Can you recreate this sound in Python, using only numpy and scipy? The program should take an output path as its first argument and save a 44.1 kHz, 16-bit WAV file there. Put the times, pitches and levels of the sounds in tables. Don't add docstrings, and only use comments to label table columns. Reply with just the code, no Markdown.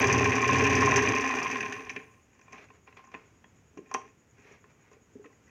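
import sys
import numpy as np
from scipy import signal
from scipy.fft import rfft, irfft
from scipy.io import wavfile
from scipy.ndimage import uniform_filter1d

SR = 44100
rng = np.random.default_rng(int(sys.argv[2]) if len(sys.argv) > 2 else 0)


def undo_db(level):
    steps = np.asarray(level, float) / 20
    return 10 ** steps


def unload_wav(signal):
    wavfile.write(
        sys.argv[1],
        SR,
        np.round(np.clip(np.atleast_2d(signal).T, -1, 1) * 32767).astype(np.int16),
    )


N = 242546
TIME = np.arange(N) / SR

# t/s, treble peak/dB, bed plate peak/dB, arm ring/dB
STITCH = [(0.0152, -29, -36, -22.5), (0.0706, -22, -20, -25.5), (0.1258, -20, -18, -22),
          (0.1788, -27, -25, -24), (0.2418, -25.5, -17, -22.5), (0.2927, -29, -38, -32),
          (0.3529, -28, -20.5, -22.5), (0.4147, -28, -27.5, -18.5), (0.4754, -24, -14.5, -18),
          (0.5281, -25.5, -22, -21), (0.5822, -26.5, -24.5, -21), (0.6377, -24.5, -19.5, -32),
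          (0.6968, -27, -22.5, -28), (0.7508, -25, -33.5, -29), (0.8059, -24, -20, -15),
          (0.857, -24, -33, -15), (0.9087, -28.5, -17, -22), (0.9589, -18.5, -7, -16.5),
          (1.0213, -25.5, -17, -29), (1.084, -25.5, -28, -30), (1.1488, -28.5, -22.5, -24),
          (1.2063, -28, -26, -34), (1.275, -36, -24, -24), (1.349, -33, -20, -30), (1.4276, -29, -28, -25),
          (1.512, -30.5, -17.5, -46), (1.6046, -38, -15, -36), (1.723, -36, -18.5, -40),
          (1.8937, -41, -19.5, -53)]
START_S, CLACK_DB, BED_DB, ARM_DB = np.transpose(STITCH)
TURN_S = np.abs(np.diff(np.append(START_S, 1.6)))

# f/Hz, width/Hz, level/dB
FRAME = [(183, 21, -12.5), (251.6, 21.2, -4), (282, 16.5, -4), (333, 57, -10), (412.3, 18.4, -1.5),
         (446.1, 11, -2), (546, 350, -17.5)]
# f/Hz, width/Hz, level/dB
ARM = [(625, 15, -21.5), (783, 63, -11.5), (963, 35, -16.5), (1056.6, 20, 1), (1196, 1100, -22)]
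# f/Hz, width/Hz, level/dB
BED = [(1562, 180, -6), (1797, 68, 3), (1907, 75, 3), (2087, 296, -3.5), (2389, 110, 4), (2573, 145, 0.5),
       (2811, 110, -3.5), (3048, 720, -15.5)]
# f/Hz, width/Hz, level/dB
STEEL = [(4905, 460, -4.5), (5657, 330, 1.5), (6173, 286, 6), (6573, 340, -2), (6990, 540, -9.5)]
# f/Hz, width/Hz, level/dB
AIR = [(8600, 860, -2), (10000, 1200, -3.5), (10800, 770, -3), (12300, 2700, -13), (14900, 900, -4.5)]


def unit(x):
    return x / np.sqrt(np.mean(x ** 2))


def steady(x, window_s=.12):
    return x / np.sqrt(uniform_filter1d(x ** 2, int(window_s * SR)) + 1e-12)


def swell(s, rise_s, hold_s, fall_s, db):
    early = np.maximum(s - TIME, 0) / rise_s
    late = np.maximum(TIME - s - hold_s, 0) / fall_s
    return undo_db(db - 30 * (early + late))


def filtered(x, order, hz, kind):
    return signal.sosfilt(signal.butter(order, hz, kind, fs=SR, output="sos"), x)


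def resonate(x, modes):
    out = 0
    for k, (hz, width_hz, db) in enumerate(modes):
        mode = signal.lfilter(*signal.iirpeak(hz, hz / width_hz, SR), x)
        out = out + (-1) ** k * undo_db(db) * mode
    return out


def treble(force):
    cluster = filtered(resonate(force, STEEL), 3, [4300, 7600], "bandpass")
    top = filtered(resonate(force, AIR), 4, 7800, "highpass")
    return cluster + undo_db(-25.5) * top


def ring(force, part):
    if part is STEEL:
        return treble(force)
    return filtered(resonate(force, part), 3, 1.45 * part[-1][0], "lowpass")


def clicks(per_s, spread_db):
    when = rng.random(N) < per_s / SR
    size_db = spread_db * np.minimum(rng.exponential(size=N), 3)
    return unit(when * rng.standard_normal(N) * undo_db(size_db))


def blows(times_s, dbs, contact_ms, tick=1):
    force, t = np.zeros(N + 1024), np.arange(1024) / SR
    chatter = rng.standard_normal((len(times_s), 1024)) * 0.22
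    chatter[:, 0] = tick
    for s, db, ms, row in zip(times_s, dbs, contact_ms, chatter):
        i = int(np.clip(s * SR, 0, N - 1))
        row = row * np.exp(-1000 * t / max(ms, .02))
        force[i:i + 1024] += undo_db(db) * row / np.sqrt(np.sum(row ** 2))
    return force[:N]


def struck(part, times_s, peak_db, contact_ms, tick=1):
    reference = np.abs(ring(signal.unit_impulse(4096), part)).max()
    return ring(blows(times_s, peak_db, contact_ms, tick), part) / reference


def shaft_turns(**after_last):
    return np.interp(TIME, np.append(-.04, START_S), np.arange(len(START_S) + 1.), **after_last)


def running_levels():
    # t/s, level/dB
    load = [(0, -16.5), (.03, -24), (.42, -26.5), (.58, -24), (.96, -24), (1.1, -26), (1.6, -33),
            (1.85, -45), (2.2, -68)]
    full_db = [-46, -34, -31.5, -29]
    slopes = [0.4, 0.91, 0.92, 0.99]
    # t/s, rise/s, held/s, fall/s, level over coasting/dB
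    pulls = [
        (.1, 0.55, 0.19, .15, 11.5),
        (.52, 0.31, .58, .08, 9),
    ]
    full_load_db, coast_db_per_s = -25, 400
    coast_s = np.maximum(TIME - load[-1][0], 0)
    load_db = np.interp(TIME, *np.transpose(load)) - full_load_db - coast_db_per_s * coast_s
    table, frame, arm, bed = [db + slope * load_db for db, slope in zip(full_db, slopes)]
    pull_db = 20 * np.log10(1 + sum(swell(*pull) for pull in pulls))
    return load_db, [table + pull_db, frame + 0.36 * pull_db, arm, bed, bed - 13]


def links_and_gears(load_db, part_db):
    # f/Hz, width/Hz, level/dB
    table_modes = [(92.7, 36, -13.5), (125.7, 17, 10), (62.6, 23, -8.5)]
    # share of turn, then level/dB in table, frame, arm, bed plate, treble
    contacts = [(.05, 14, 8.5, -15.5, -5, 0.5), (.2, -8, 1, 2, 1, -1.5), (.45, -10, 4.5, 1.5, 1.5, -2.5),
                (.62, -19, 8.8, -9.5, -5.5, 0.5), (.82, -6, 3.5, 2.5, -7.5, -26)]
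    rattle_per_s = [1450, 1488, 1309, 996, 1070]
    rattle_db = [2.5, 3, -2, 0, -1]
    share, *contact_db = np.transpose(contacts)
    share = share + .025 * rng.standard_normal((len(START_S), len(share)))
    when_s = (START_S[:, None] + TURN_S[:, None] * share).ravel()
    link_gain = undo_db(.3 * load_db)
    parts = (table_modes, FRAME, ARM, BED, STEEL)
    trims_db = (-5, 0, 0, 0, 0)
    out = 0
    for part, db, trim_db, pattern_db, per_s, gear_db in zip(
            parts, part_db, trims_db, contact_db, rattle_per_s, rattle_db):
        scatter_db = np.tile(pattern_db, len(START_S)) + 1.9 * rng.standard_normal(len(when_s))
        links = blows(when_s, scatter_db, np.full_like(when_s, 4), tick=0.79)
        links = steady(links + 1e-5 * rng.standard_normal(N), 0.17)
        force = links * link_gain + undo_db(gear_db) * clicks(per_s, 3)
        out = out + steady(ring(force, part)) * undo_db(db + trim_db)
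    return out


def sliding_bars(bed_db):
    turned = shaft_turns(right=len(START_S) + .5) % 1
    hiss = unit(filtered(resonate(rng.standard_normal(N), AIR), 4, 6800, "highpass"))
    return hiss * undo_db(-64.5 + 0.4 * (bed_db + 28) - 6 * turned)


def table_shake(table_db):
    # multiple of the turn, level against the table/dB
    harmonics = [(5, -1), (6, -6.5), (7, -0.5), (14, -11)]
    angle = 2 * np.pi * uniform_filter1d(shaft_turns(), 4000)
    turns_per_s = np.gradient(angle) * SR / (2 * np.pi)
    shake = sum(undo_db(db) * np.sin(multiple * angle) for multiple, db in harmonics)
    return shake * np.clip(turns_per_s / 17, 0, 1) ** 5 * undo_db(table_db)


def murmur():
    # f/Hz, density/dB
    spectrum = [(15, -42.5), (25, -10), (103, 2.5), (158, -4), (231, -4.5), (316, -8.5), (431, -8.5),
                (680, -18), (766, -15.5), (863, -17), (2530, -20), (4190, -36), (5320, -29.5),
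                (6760, -22.5), (7620, -33), (9910, -62), (16800, -120)]
    hz, db = np.transpose(spectrum)
    colour = undo_db(np.interp(np.log(np.fft.rfftfreq(N, 1 / SR) + 1), np.log(hz), db))
    drift = unit(uniform_filter1d(uniform_filter1d(rng.standard_normal(N), 6000), 6000))
    return undo_db(-62.5 + 0.58 * drift) * unit(irfft(rfft(rng.standard_normal(N)) * colour, N))


def cricket():
    chirp_s, first_chirp_s, sharpness = .104, .045, .9
    throb = np.exp(sharpness * np.cos(2 * np.pi * (TIME - first_chirp_s) / chirp_s))
    wing = [(6780, 370, 0)]  # f/Hz, width/Hz, level/dB
    return undo_db(-76.5) * unit(throb * resonate(resonate(rng.standard_normal(N), wing), wing))


def knocks():
    # t/s, bed plate peak/dB, arm ring/dB, treble/dB
    slack = [(.968, -17, -27.5, -27), (.979, -20.5, -31, -29.5), (1.7237, -26.5, -33, -43),
             (1.8992, -29, -38, -41), (1.9146, -53, -52, -50), (1.9615, -20.5, -43, -46.5),
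             (1.9969, -39, -48, -69)]
    # t/s, bed plate peak/dB, arm ring/dB, treble/dB
    ticks = [(2.3492, -58, -64, -70), (2.3919, -55, -54.5, -65), (2.413, -46.5, -54.5, -61.5),
             (2.4799, -49, -49.5, -75), (2.5224, -47, -71, -57), (2.5279, -37.5, -47, -46.5),
             (2.5802, -39, -63, -74), (2.6852, -52, -70, -80), (2.7015, -45, -48.5, -78),
             (2.8742, -44, -48, -77), (2.9248, -47, -50.5, -84), (2.9703, -40.5, -45, -61),
             (2.991, -50, -47, -74), (3.0393, -50, -52, -73), (3.048, -52, -71, -64),
             (3.0725, -71, -50, -66), (3.1156, -48, -52, -66), (3.1405, -31.5, -39.5, -63),
             (3.1465, -33, -37, -68), (3.441, -45.5, -57, -73)]
    # t/s, bed plate peak/dB, arm ring/dB, treble/dB
    bumps = [(3.773, -42, -40.5, -57.5), (3.8572, -54, -71, -79), (4.382, -52, -60, -67),
             (4.5227, -56, -75, -62), (4.6402, -50.5, -57, -78), (4.9138, -60, -58, -65),
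             (4.931, -53, -63, -64), (5.2421, -51, -48, -72), (5.2566, -44.5, -60, -70),
             (5.3006, -63, -59, -82), (5.3248, -60, -67, -71), (5.4796, -66, -62, -67)]
    # t/s, bed plate peak/dB, arm ring/dB, treble/dB
    lever = [
        (3.9132, -40, -33, -50),
        (3.9405, -22, -44, -33),
        (3.9454, -35, -20, -40),
    ]
    # frame against bed plate/dB, contact/ms
    touch = [(-18.5, 6.2), (-13, 3.6), (-3, 6.5), (-19, 6.5)]
    kinds = (slack, ticks, bumps, lever)
    s, bed_db, arm_db, steel_db = np.transpose(sum(kinds, []))
    frame_db, ms = np.repeat(touch, [len(kind) for kind in kinds], axis=0).T
    out = struck(FRAME, s, bed_db + frame_db, 0.095 * ms) + struck(ARM, s, arm_db, 0.024 * ms)
    out = out + struck(BED, s, bed_db + 0.5, ms, tick=0.36)
    out = out + struck(STEEL, s, steel_db + 8.5, .6 * ms, tick=0.21)
    snaps = [(lever[1][0], -50, 4.5), (.0005, -30, .3)]
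    return out + struck(AIR, *np.transpose(snaps), tick=.6)


def shuttle():
    def contact(ms):
        return np.full_like(START_S, ms)

    clack = struck(STEEL, START_S, CLACK_DB + 4.5, contact(9), tick=0.27)
    clack = clack + struck(BED, START_S, BED_DB - 4.0, contact(4))
    thread = struck(AIR, START_S, CLACK_DB - 24.5, contact(16), tick=.4)
    crank = struck(ARM[3:4], START_S + .36 * TURN_S, ARM_DB, contact(.05), tick=5)
    return clack + thread + crank


def handling():
    # t/s, held/s, frame/dB, bed plate/dB, arm ring/dB
    nudges = [(2.3, 0.11, -64, -62.5, -76), (2.54, 0.044, -54.5, -46, -43.5), (3.07, 0.082, -64, -63, -59),
              (3.78, .02, -53, -78, -72), (3.9, 0.039, -52, -55, -60), (4.0, .08, -53.5, -56.5, -60),
              (4.41, 0.15, -83, -58, -82), (4.93, 0.037, -64, -75, -80), (5.18, 0.052, -54, -85, -85),
              (5.49, .03, -77, -60, -85)]
    rise_s, fall_s = 0.13, 0.11
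    scratch = clicks(2500, 5.1)
    frame, bed, arm = sum(np.array([swell(s, rise_s, hold_s, fall_s, db) for db in dbs])
                          for s, hold_s, *dbs in nudges)
    gains = (frame, arm, bed, bed * undo_db(-12.5))
    parts = (FRAME, ARM, BED, STEEL)
    return undo_db(-9.0) * sum(unit(ring(scratch, part)) * gain for part, gain in zip(parts, gains))


def cloth():
    # t/s, rise/s, held/s, fall/s, level/dB
    drags = [(2.53, 0.038, 0.12, .03, -56), (2.75, 0.14, 0.012, 0.054, -63.5),
             (2.876, 0.026, 0.0054, .2, -58), (2.97, 0.0088, .004, 0.11, -52.5),
             (3.12, 0.011, 0.048, 0.34, -59), (4.47, 0.23, 0.076, 0.097, -57.5),
             (4.705, .1, .005, .04, -62.5), (4.8, .06, 0.087, .05, -66.5), (4.931, 0.044, .005, 0.086, -60)]
    # f/Hz, width/Hz, level/dB
    weave = [(408, 200, 2.5), (1250, 810, -1), (2280, 480, 3), (5800, 810, -16.5), (9000, 2500, -34),
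             (14600, 1400, -40)]
    gain = uniform_filter1d(sum(swell(*drag) for drag in drags), 400)
    return undo_db(-1.5) * gain * unit(resonate(clicks(9000, 2.9), weave))


def thuds():
    # t/s, peak/dB, f/Hz, width/Hz
    hits = [(3.773, -34, 337, 53), (3.79, -31.5, 367, 70), (3.808, -56, 320, 60), (3.944, -31.5, 393, 38),
            (3.947, -31.5, 455, 44), (3.946, -43, 780, 57), (3.945, -35, 3210, 120),
            (3.941, -27, 5720, 200), (3.9415, -30, 6556, 200), (3.941, -40, 9100, 230),
            (3.441, -62, 3300, 31), (3.443, -51, 930, 215), (4.641, -52, 660, 200), (4.642, -46, 1750, 500),
            (4.452, -56, 430, 40), (4.51, -53, 420, 35), (4.915, -50, 440, 40), (4.966, -51, 450, 41),
            (5.155, -40.5, 265, 37), (5.155, -39.5, 417, 45), (6.1, -39, 330, 50), (5.9, -37.5, 266, 27),
            (5.196, -43, 413, 36), (5.25, -46, 304, 32), (5.258, -44.5, 456, 21), (5.245, -49.5, 1960, 80),
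            (5.25, -49, 1293, 70), (5.33, -57, 1960, 50), (5.477, -54, 1960, 47)]
    out = 0
    for s, db, hz, width_hz in hits:
        hit = struck([(hz, width_hz, 0)], [s], [db], contact_ms=[.02], tick=5)
        out = out + uniform_filter1d(hit, int(SR / hz / 2) + 1)
    return undo_db(3.5) * out


def wall_echo(machine):
    t60_s, t = 0.26, np.arange(SR // 2) / SR
    tail = rng.standard_normal(len(t)) * np.exp(-np.log(1000) * t / t60_s) * (t > .004)
    tail = signal.lfilter(*signal.butter(1, 5000, fs=SR), tail)
    return signal.fftconvolve(machine, tail / np.sqrt(np.sum(tail ** 2)))[:N]


def scene():
    load_db, part_db = running_levels()
    running = links_and_gears(load_db, part_db) + sliding_bars(part_db[3]) + table_shake(part_db[0])
    machine = running + knocks() + shuttle() + handling() + cloth() + thuds()
    return (undo_db(-.5) * machine + undo_db(-14) * wall_echo(machine) + cricket() + murmur())[None]


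def top_cut(x):
    return signal.sosfilt(signal.butter(12, 15800, fs=SR, output="sos"), x)


def record(dry):
    mic = filtered(dry, 2, 62, "highpass")
    mic = mic + undo_db(-84) * rng.standard_normal(dry.shape)
    return top_cut(mic)


dry = scene()
out = record(dry)
unload_wav(out)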